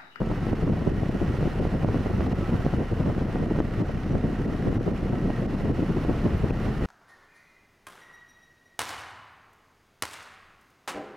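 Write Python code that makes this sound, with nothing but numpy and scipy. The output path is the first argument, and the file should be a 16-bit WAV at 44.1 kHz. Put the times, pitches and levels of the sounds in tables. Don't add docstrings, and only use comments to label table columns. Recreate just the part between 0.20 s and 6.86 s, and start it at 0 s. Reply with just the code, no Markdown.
import sys
import numpy as np
from scipy import signal
from scipy.fft import rfft, irfft, next_fast_len
from scipy.io import wavfile
from scipy.ndimage import uniform_filter1d

SR = 44100
rng = np.random.default_rng(int(sys.argv[2]) if len(sys.argv) > 2 else 0)


def transcribe(signal):
    frames = np.atleast_2d(signal).T
    limited = np.clip(frames, -1, 1)
    pcm = np.round(limited * 32767).astype(np.int16)
    wavfile.write(sys.argv[1], SR, pcm)


N = 293706
TIME = np.arange(N) / SR
FREQ = np.maximum(np.arange(N // 2 + 1) * SR / N, 1)


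def undb(db):
    return 10 ** (np.asarray(db) / 20)


def unit(x):
    return x / np.sqrt(np.mean(x ** 2))


def curve(points, at=TIME):
    seconds, db = np.transpose(points)
    return np.interp(at, seconds, db)


def response(points):
    hz, db = np.transpose(points)
    return undb(np.interp(np.log(FREQ), np.log(hz), db))


def colour(x, gain):
    size = next_fast_len(N, real=True)
    bins_hz = np.arange(size // 2 + 1) * SR / size
    spectrum = rfft(x, size) * np.interp(bins_hz, FREQ, gain)
    return irfft(spectrum, size)[..., :N]


def walk(hz):
    return unit(colour(rng.standard_normal(N), np.exp(-(FREQ / hz) ** 2)))


def bump(at, length):
    bell = np.zeros(N)
    near = slice(*np.searchsorted(TIME, [at - 2 * length, at + 2 * length]))
    bell[near] = np.exp2(-(2 * (TIME[near] - at) / length) ** 2)
    return bell


def noise(gain):
    return unit(colour(rng.standard_normal((2, N)), gain))


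def stereo(pair, side):
    return pair[0] + np.array([[1], [-1]]) * colour(pair[1], response(side))


# time in seconds, level in dB against its usual strength.
BREEZE_STRENGTH = [(0, 0), (1, 1), (1.9, 0), (2.7, -0.5), (3.5, 0.5), (4.2, -0.5), (5.1, 2.5), (5.8, 4),
                   (6.66, 3)]


def breeze_db(at=TIME):
    return curve(BREEZE_STRENGTH, at)


# middle in seconds, level in dB, length in seconds, edge against the body in dB before a trim.
SET_EDDIES = [(0.005, -26, 0.03, -5), (0.07, -25.5, 0.016, -13), (0.116, -24, 0.023, -5.5),
              (0.231, -25.5, 0.028, -16), (0.327, -22.5, 0.022, -11), (0.434, -19.5, 0.021, -18),
              (0.51, -20.5, 0.034, -15.5), (.581, -21.5, 0.016, -16), (0.677, -18.5, 0.019, -16),
              (0.73, -25.5, 0.048, -25), (0.896, -17.5, 0.0079, -35), (0.957, -21, 0.013, -12),
              (1.027, -22, 0.022, -16), (1.096, -22.5, 0.034, -24), (1.226, -23, 0.033, -13),
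              (1.268, -19, 0.015, -13), (1.406, -24, 0.043, -9), (1.467, -20.5, 0.014, -17),
              (1.545, -21.5, 0.025, -9.5), (1.64, -23, 0.03, -10), (1.694, -23.5, 0.037, -10),
              (1.76, -21, 0.021, -10), (1.804, -23.5, 0.025, -28), (1.866, -22.5, 0.011, -7.5),
              (1.905, -20.5, 0.0097, -13), (1.945, -20, 0.012, -27), (2.008, -24, 0.042, -15),
              (2.077, -24.5, 0.028, -10), (2.13, -23, 0.02, -7), (2.184, -23.5, 0.017, -21),
              (2.294, -23, 0.014, -12), (2.333, -20, .019, -10), (2.356, -22.5, 0.02, -19),
              (2.463, -20, 0.02, -29), (2.545, -21.5, 0.017, -26), (2.585, -22.5, 0.025, -11),
              (2.621, -22, 0.028, -6), (2.728, -20.5, 0.017, -13), (2.81, -22, 0.021, -14),
              (2.868, -24.5, 0.031, -9), (2.898, -23, 0.039, -14), (2.977, -22, 0.014, -15),
              (3.02, -23, 0.018, -8), (3.159, -25.5, 0.02, -7), (3.23, -24.5, 0.026, -8),
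              (3.315, -19, 0.012, -11), (3.359, -24, 0.022, -8), (3.382, -27, 0.013, -19),
              (3.527, -28.5, 0.022, -15), (3.613, -22, 0.032, -10), (3.693, -20.5, 0.0078, -11.5),
              (3.909, -21.5, 0.017, -18), (3.952, -23.5, 0.035, -11), (4.048, -20, 0.018, -12.5),
              (4.205, -25, 0.038, -15), (4.256, -23.5, 0.02, -15), (4.29, -24.5, 0.024, -10),
              (4.477, -21.5, 0.033, -10.5), (4.568, -21.5, 0.026, -21), (4.679, -22, 0.02, -6.5),
              (4.831, -22.5, 0.01, -25), (4.937, -21.5, 0.014, -10.5), (4.984, -28, 0.035, -22),
              (5.054, -22.5, 0.049, -18), (5.097, -25.5, .015, -8), (5.195, -24, 0.016, -12),
              (5.231, -21.5, 0.016, -20), (5.265, -23.5, 0.012, -15), (5.345, -25, 0.023, -11),
              (5.458, -26.5, 0.049, -15), (5.503, -20.5, 0.028, -15), (5.594, -19.5, 0.014, -16),
              (5.628, -21, 0.013, -17), (5.705, -21.5, 0.019, -22), (5.774, -20.5, 0.014, -7),
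              (5.9, -20, 0.024, -13), (6.058, -20.5, 0.025, -11), (6.148, -22, 0.017, -26),
              (6.244, -22, 0.015, -9), (6.305, -21.5, 0.0062, -8), (6.495, -26.5, 0.058, -8.5),
              (6.626, -26.5, 0.021, -8)]


def eddies(count=140):
    gap_s, jitter_s, room_s = 0.036, 0.008, 0.026
    shift, strength, stretch, hardness = rng.standard_normal((count, 4)).T
    at = np.arange(count) * gap_s + jitter_s * shift
    level_db = -26 + breeze_db(at) - 0.5 * strength
    length_s = 0.016 * np.exp(0.098 * stretch)
    edge_db = -14 + 1.0 * hardness
    scattered = np.transpose([at, level_db, length_s, edge_db])
    nearest_s = np.abs(at[:, None] - np.array(SET_EDDIES)[:, 0]).min(axis=1)
    return [*SET_EDDIES, *scattered[(nearest_s > room_s) & (at < TIME[-1])]]


def turbulence(spectrum, burst_db, burst_hz, even_s):
    kicks = rng.standard_normal((2, N)) * undb(burst_db * walk(burst_hz))
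    pressure = colour(kicks, response(spectrum))
    size = max(int(even_s * SR), 2)
    power = uniform_filter1d(uniform_filter1d(pressure[0] ** 2, size), size)
    return pressure / np.sqrt(np.abs(power) + 0.014 * power.mean())


# time in seconds, change in dB.
DEEP_RUMBLE = [(0, -2), (1.2, -0.5), (2.2, 0.5), (3.0, -1.5), (3.7, 0.5), (4.3, -2), (4.8, -2.5),
               (5.4, -5.5), (6.1, 2), (6.66, 2.5)]


def sway_deep(thump, deep_hz=113):
    deep = colour(thump, 1 / (1 + (FREQ / deep_hz) ** 6))
    return thump - deep + deep * undb(curve(DEEP_RUMBLE))


# middle in seconds, length in seconds.
BREEZE_LULLS = [(0.413, 0.013), (0.589, 0.012), (0.881, 0.017), (1.314, 0.054), (2.65, 0.051),
                (3.491, 0.039), (3.73, 0.017), (3.828, 0.037), (4.778, 0.028), (6.543, 0.035)]


def lulls(depth_db=-6):
    return undb(depth_db * sum(bump(at, length) for at, length in BREEZE_LULLS))


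# pitch in Hz, relative level in dB per Hz.
THUMP_TONE = [(8, -21), (20, -15), (35, -5.5), (60, -1), (110, 0.5), (200, -1.5), (250, -5), (330, -8),
              (450, -16), (700, -23.5), (1200, -56), (3000, -76), (12000, -100)]
# pitch in Hz, relative level in dB per Hz.
RASP_TONE = [(150, -53), (300, 2), (460, 3.5), (700, -9.5), (1000, -11), (1600, -35.5), (3000, -61),
             (8000, -73), (16000, -85)]
# pitch in Hz, side against mid in dB.
WIND_WIDTH = [(25, -22), (60, -28), (125, -18), (250, -13.5), (500, -10.5), (2000, 0)]


def wind(body_floor_db=-32, edge_floor_db=-46, edge_trim_db=-1.55):
    breeze = undb(breeze_db())
    body = (breeze * undb(body_floor_db)) ** 2
    edge = (breeze * undb(edge_floor_db)) ** 2
    for at, db, length, hard_db in eddies():
        eddy = bump(at, length)
        body += eddy * undb(db) ** 2
        edge += eddy * undb(db + hard_db + edge_trim_db) ** 2
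    thump = np.sqrt(body) * turbulence(THUMP_TONE, burst_db=2.5, burst_hz=167, even_s=0.017)
    rasp = np.sqrt(edge) * turbulence(RASP_TONE, burst_db=4.5, burst_hz=226, even_s=0.019)
    mid, side = (sway_deep(thump) + rasp) * lulls()
    apart = unit(np.sqrt(edge) ** 0.34 * undb(3 * walk(45)))
    return stereo((mid, side * apart), WIND_WIDTH)


# time in seconds, level in dB before each sound's own trim.
ROAD_LEVEL = [(0, -63), (0.25, -60), (.5, -61), (.85, -60.5), (1.2, -58.5), (1.5, -60), (1.9, -59.5),
              (2.35, -59), (2.55, -60.5), (3.1, -61), (3.6, -61.5), (4, -62), (4.35, -60.5), (4.7, -62),
              (5, -61), (5.5, -60.5), (5.85, -59.5), (6.25, -60), (6.66, -58)]


def road_db():
    return curve(ROAD_LEVEL)


# pitch in Hz, relative level in dB per Hz.
TICK_TONE = [(100, -33), (700, -17), (1400, 9.5), (2000, 3), (3000, -7.5), (6000, -17), (12000, -27),
             (18000, -55)]
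# pitch in Hz, width in Hz, level in dB before sway and swell.
BELT_WHINE = [(728, 12, -59), (1308, 20, -58.5), (1409, 9, -62.5), (1885, 70, -60.5), (5035, 38, -83.5),
              (5880, 80, -77)]


def engine(firing_hz=33.9, throb_db=-36, tick_db=-55):
    firings = np.cumsum(firing_hz * (1 + 0.0036 * walk(2.0))) / SR
    throb = np.sqrt(2) * np.sin(2 * np.pi * firings) * undb(throb_db)

    fade = np.exp(-(2 * firings % 1) / 0.29)
    gate = fade * (1 + 0.47 * np.cos(2 * np.pi * firings))
    ticks = unit(colour(gate * rng.standard_normal((2, N)), response(TICK_TONE)))

    whine = np.zeros((2, N))
    for hz, width, db in BELT_WHINE:
        band = noise(1 / (1 + (2 * (FREQ - hz) / width) ** 2))
        whine += band * undb(db + 3.2 * walk(3.2))
    whine *= undb(road_db() - road_db().mean())
    return throb, ticks * undb(tick_db) + whine * np.array([[1], [0]])


# pitch in Hz, relative level in dB per Hz.
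ROAR_TONE = [(40, 12), (200, 10.5), (500, 3), (750, 7), (930, 0.5), (1100, 3.5), (1240, 1.5), (1450, 1.5),
             (1680, -2.5), (1900, 0), (2280, -7), (2950, -6.5), (3200, -13.5), (5000, -44)]
# pitch in Hz, relative level in dB per Hz.
HISS_TONE = [(2000, -25), (3300, 1.5), (4480, 2), (4620, -2.5), (5050, 0), (5900, -3), (6300, -6),
             (8600, -12.5), (10800, -11.5), (12500, -16), (14200, -19), (15000, -22), (18000, -33)]


def traffic(roar_db=21, hiss_db=1, flutter_db=0.9, air_hz=10500, air_swell=0.53):
    level_db = road_db()
    roar = noise(response(ROAR_TONE)) * undb(roar_db)
    hiss = noise(response(HISS_TONE)) * undb(hiss_db)
    air = colour(hiss, 1 / (1 + (air_hz / FREQ) ** 8))
    hiss = hiss - air + air * undb(air_swell * (level_db - level_db.mean()))
    return (roar + hiss) * undb(level_db + flutter_db * walk(27))


# time in seconds, strength in dB before the trims, time setting of the swing in seconds.
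PRESSURE_FLIPS = [(0.018, -13.5, 0.00046), (.071, -18, 0.0008), (.116, -15.5, 0.00066),
                  (0.269, -16, 0.00061), (0.4243, -20, 0.0006), (.3315, -13, 0.00059), (.478, -17, 0.00044),
                  (.834, -14.5, 0.00059), (1.017, -15.5, 0.00056), (1.228, -19, 0.00039),
                  (1.257, -15, 0.00059), (1.453, -13.5, 0.0006), (1.647, -15, .00036),
                  (1.688, -18, 0.00035), (1.745, -17.5, 0.00031), (1.861, -18.5, 0.00039),
                  (2.008, -15.5, 0.00025), (2.4649, -11.5, 0.00048), (2.5381, -14.5, 0.00043),
                  (2.804, -16.5, 0.0006), (2.863, -17.5, 0.00038), (2.9, -16.5, 0.00045),
                  (3.158, -17, 0.00032), (3.3882, -14.5, 0.00041), (3.4034, -11.5, 0.0004),
                  (3.954, -14.5, 0.00052), (4.473, -15, 0.0012), (4.529, -14.5, 0.00062),
                  (5.104, -19, 0.00026), (5.456, -18, 0.00058), (5.701, -17.5, 0.00072),
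                  (5.85, -16, 0.00058), (5.896, -11, 0.00072), (5.901, -18.5, 0.0004),
                  (6.065, -11.5, 0.00062), (6.244, -16, 0.00061), (6.3083, -14.5, 0.0006)]


def pops(trim_db=-1, ports_db=2.5):
    build_s, relax_s = 0.0018, 0.0008
    pressure = np.zeros((2, N))
    for at, db, swing_s in PRESSURE_FLIPS:
        sign, port = rng.choice([-1, 1], 2)
        life = np.where(TIME < at, bump(at, 2 * build_s), bump(at, 2 * relax_s))
        swing = sign * np.tanh(2 * (TIME - at) / swing_s) * life
        pressure += swing * undb(db + trim_db + ports_db * np.array([[port], [-port]]))
    return pressure


# start of the hold in seconds, depth in dB.
SET_DIPS = [(0.342, -6), (0.444, -3), (0.503, -4.5), (0.705, -5), (0.898, -4), (1.402, -5), (1.649, -7.5),
            (1.912, -3), (2.133, -10), (2.468, -2.5), (2.726, -3), (3.066, -3), (3.264, -6), (3.412, -5),
            (3.625, -9), (4.265, -6), (4.496, -4), (4.584, -11), (4.718, -6.5), (5.268, -11), (5.358, -5),
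            (5.519, -7), (6.316, -7.5)]


def dips(count=14, shallow_db=-3):
    fall_s, hold_s, recover_s = 0.002, 0.0039, 0.014
    scattered = (np.arange(count) + rng.random(count)) / count * TIME[-1]
    gain_db = np.zeros(N)
    for at, db in [*SET_DIPS, *((at, shallow_db) for at in scattered)]:
        recovery = np.exp(-np.clip((TIME - at - hold_s) / recover_s, 0, 20))
        gain_db += db * np.where(TIME < at, bump(at, 2 * fall_s), recovery)
    return undb(gain_db)


# middle in seconds, pitch in Hz, length in seconds, peak in dB.
TINY_CLICKS = [(6.181, 12500, .0003, -47), (6.306, 2520, 0.002, -34.5)]


def clicks():
    total = np.zeros(N)
    for at, hz, length, db in TINY_CLICKS:
        total += undb(db) * bump(at, length) * np.sin(2 * np.pi * hz * (TIME - at))
    return total


# pitch in Hz, side against mid in dB.
ROAD_WIDTH = [(100, -22), (600, -55), (1200, -12), (2500, -10), (5000, -8.5), (9000, -8.5), (11000, -17),
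              (12500, -45)]
# pitch in Hz, left against right in dB.
ROAD_LEAN = [(300, 5.5), (700, 0), (1200, -1), (1900, -2.5), (3000, -3.5), (5000, -1.7), (8500, -0.5),
             (12000, .3)]


def scene(wind_left_db=0.4):
    gusts = (wind() + pops()) * undb(np.array([[wind_left_db], [-wind_left_db]]) / 2)
    throb, machinery = engine()
    road = stereo((traffic() + machinery) * dips(), ROAD_WIDTH)
    lean = np.sqrt(response(ROAD_LEAN))
    left, right = colour(road[0], lean), colour(road[1], 1 / lean)
    return gusts + throb + np.array([left, right]) + clicks()


def record(dry, top_hz=18150):
    ease = np.clip(np.minimum(TIME, TIME[-1] - TIME) / 0.003, 0, 1)
    top_cut = signal.ellip(10, 0.1, 80, top_hz, fs=SR, output="sos")
    return signal.sosfilt(top_cut, dry * ease)


dry = scene()
out = record(dry)
transcribe(out)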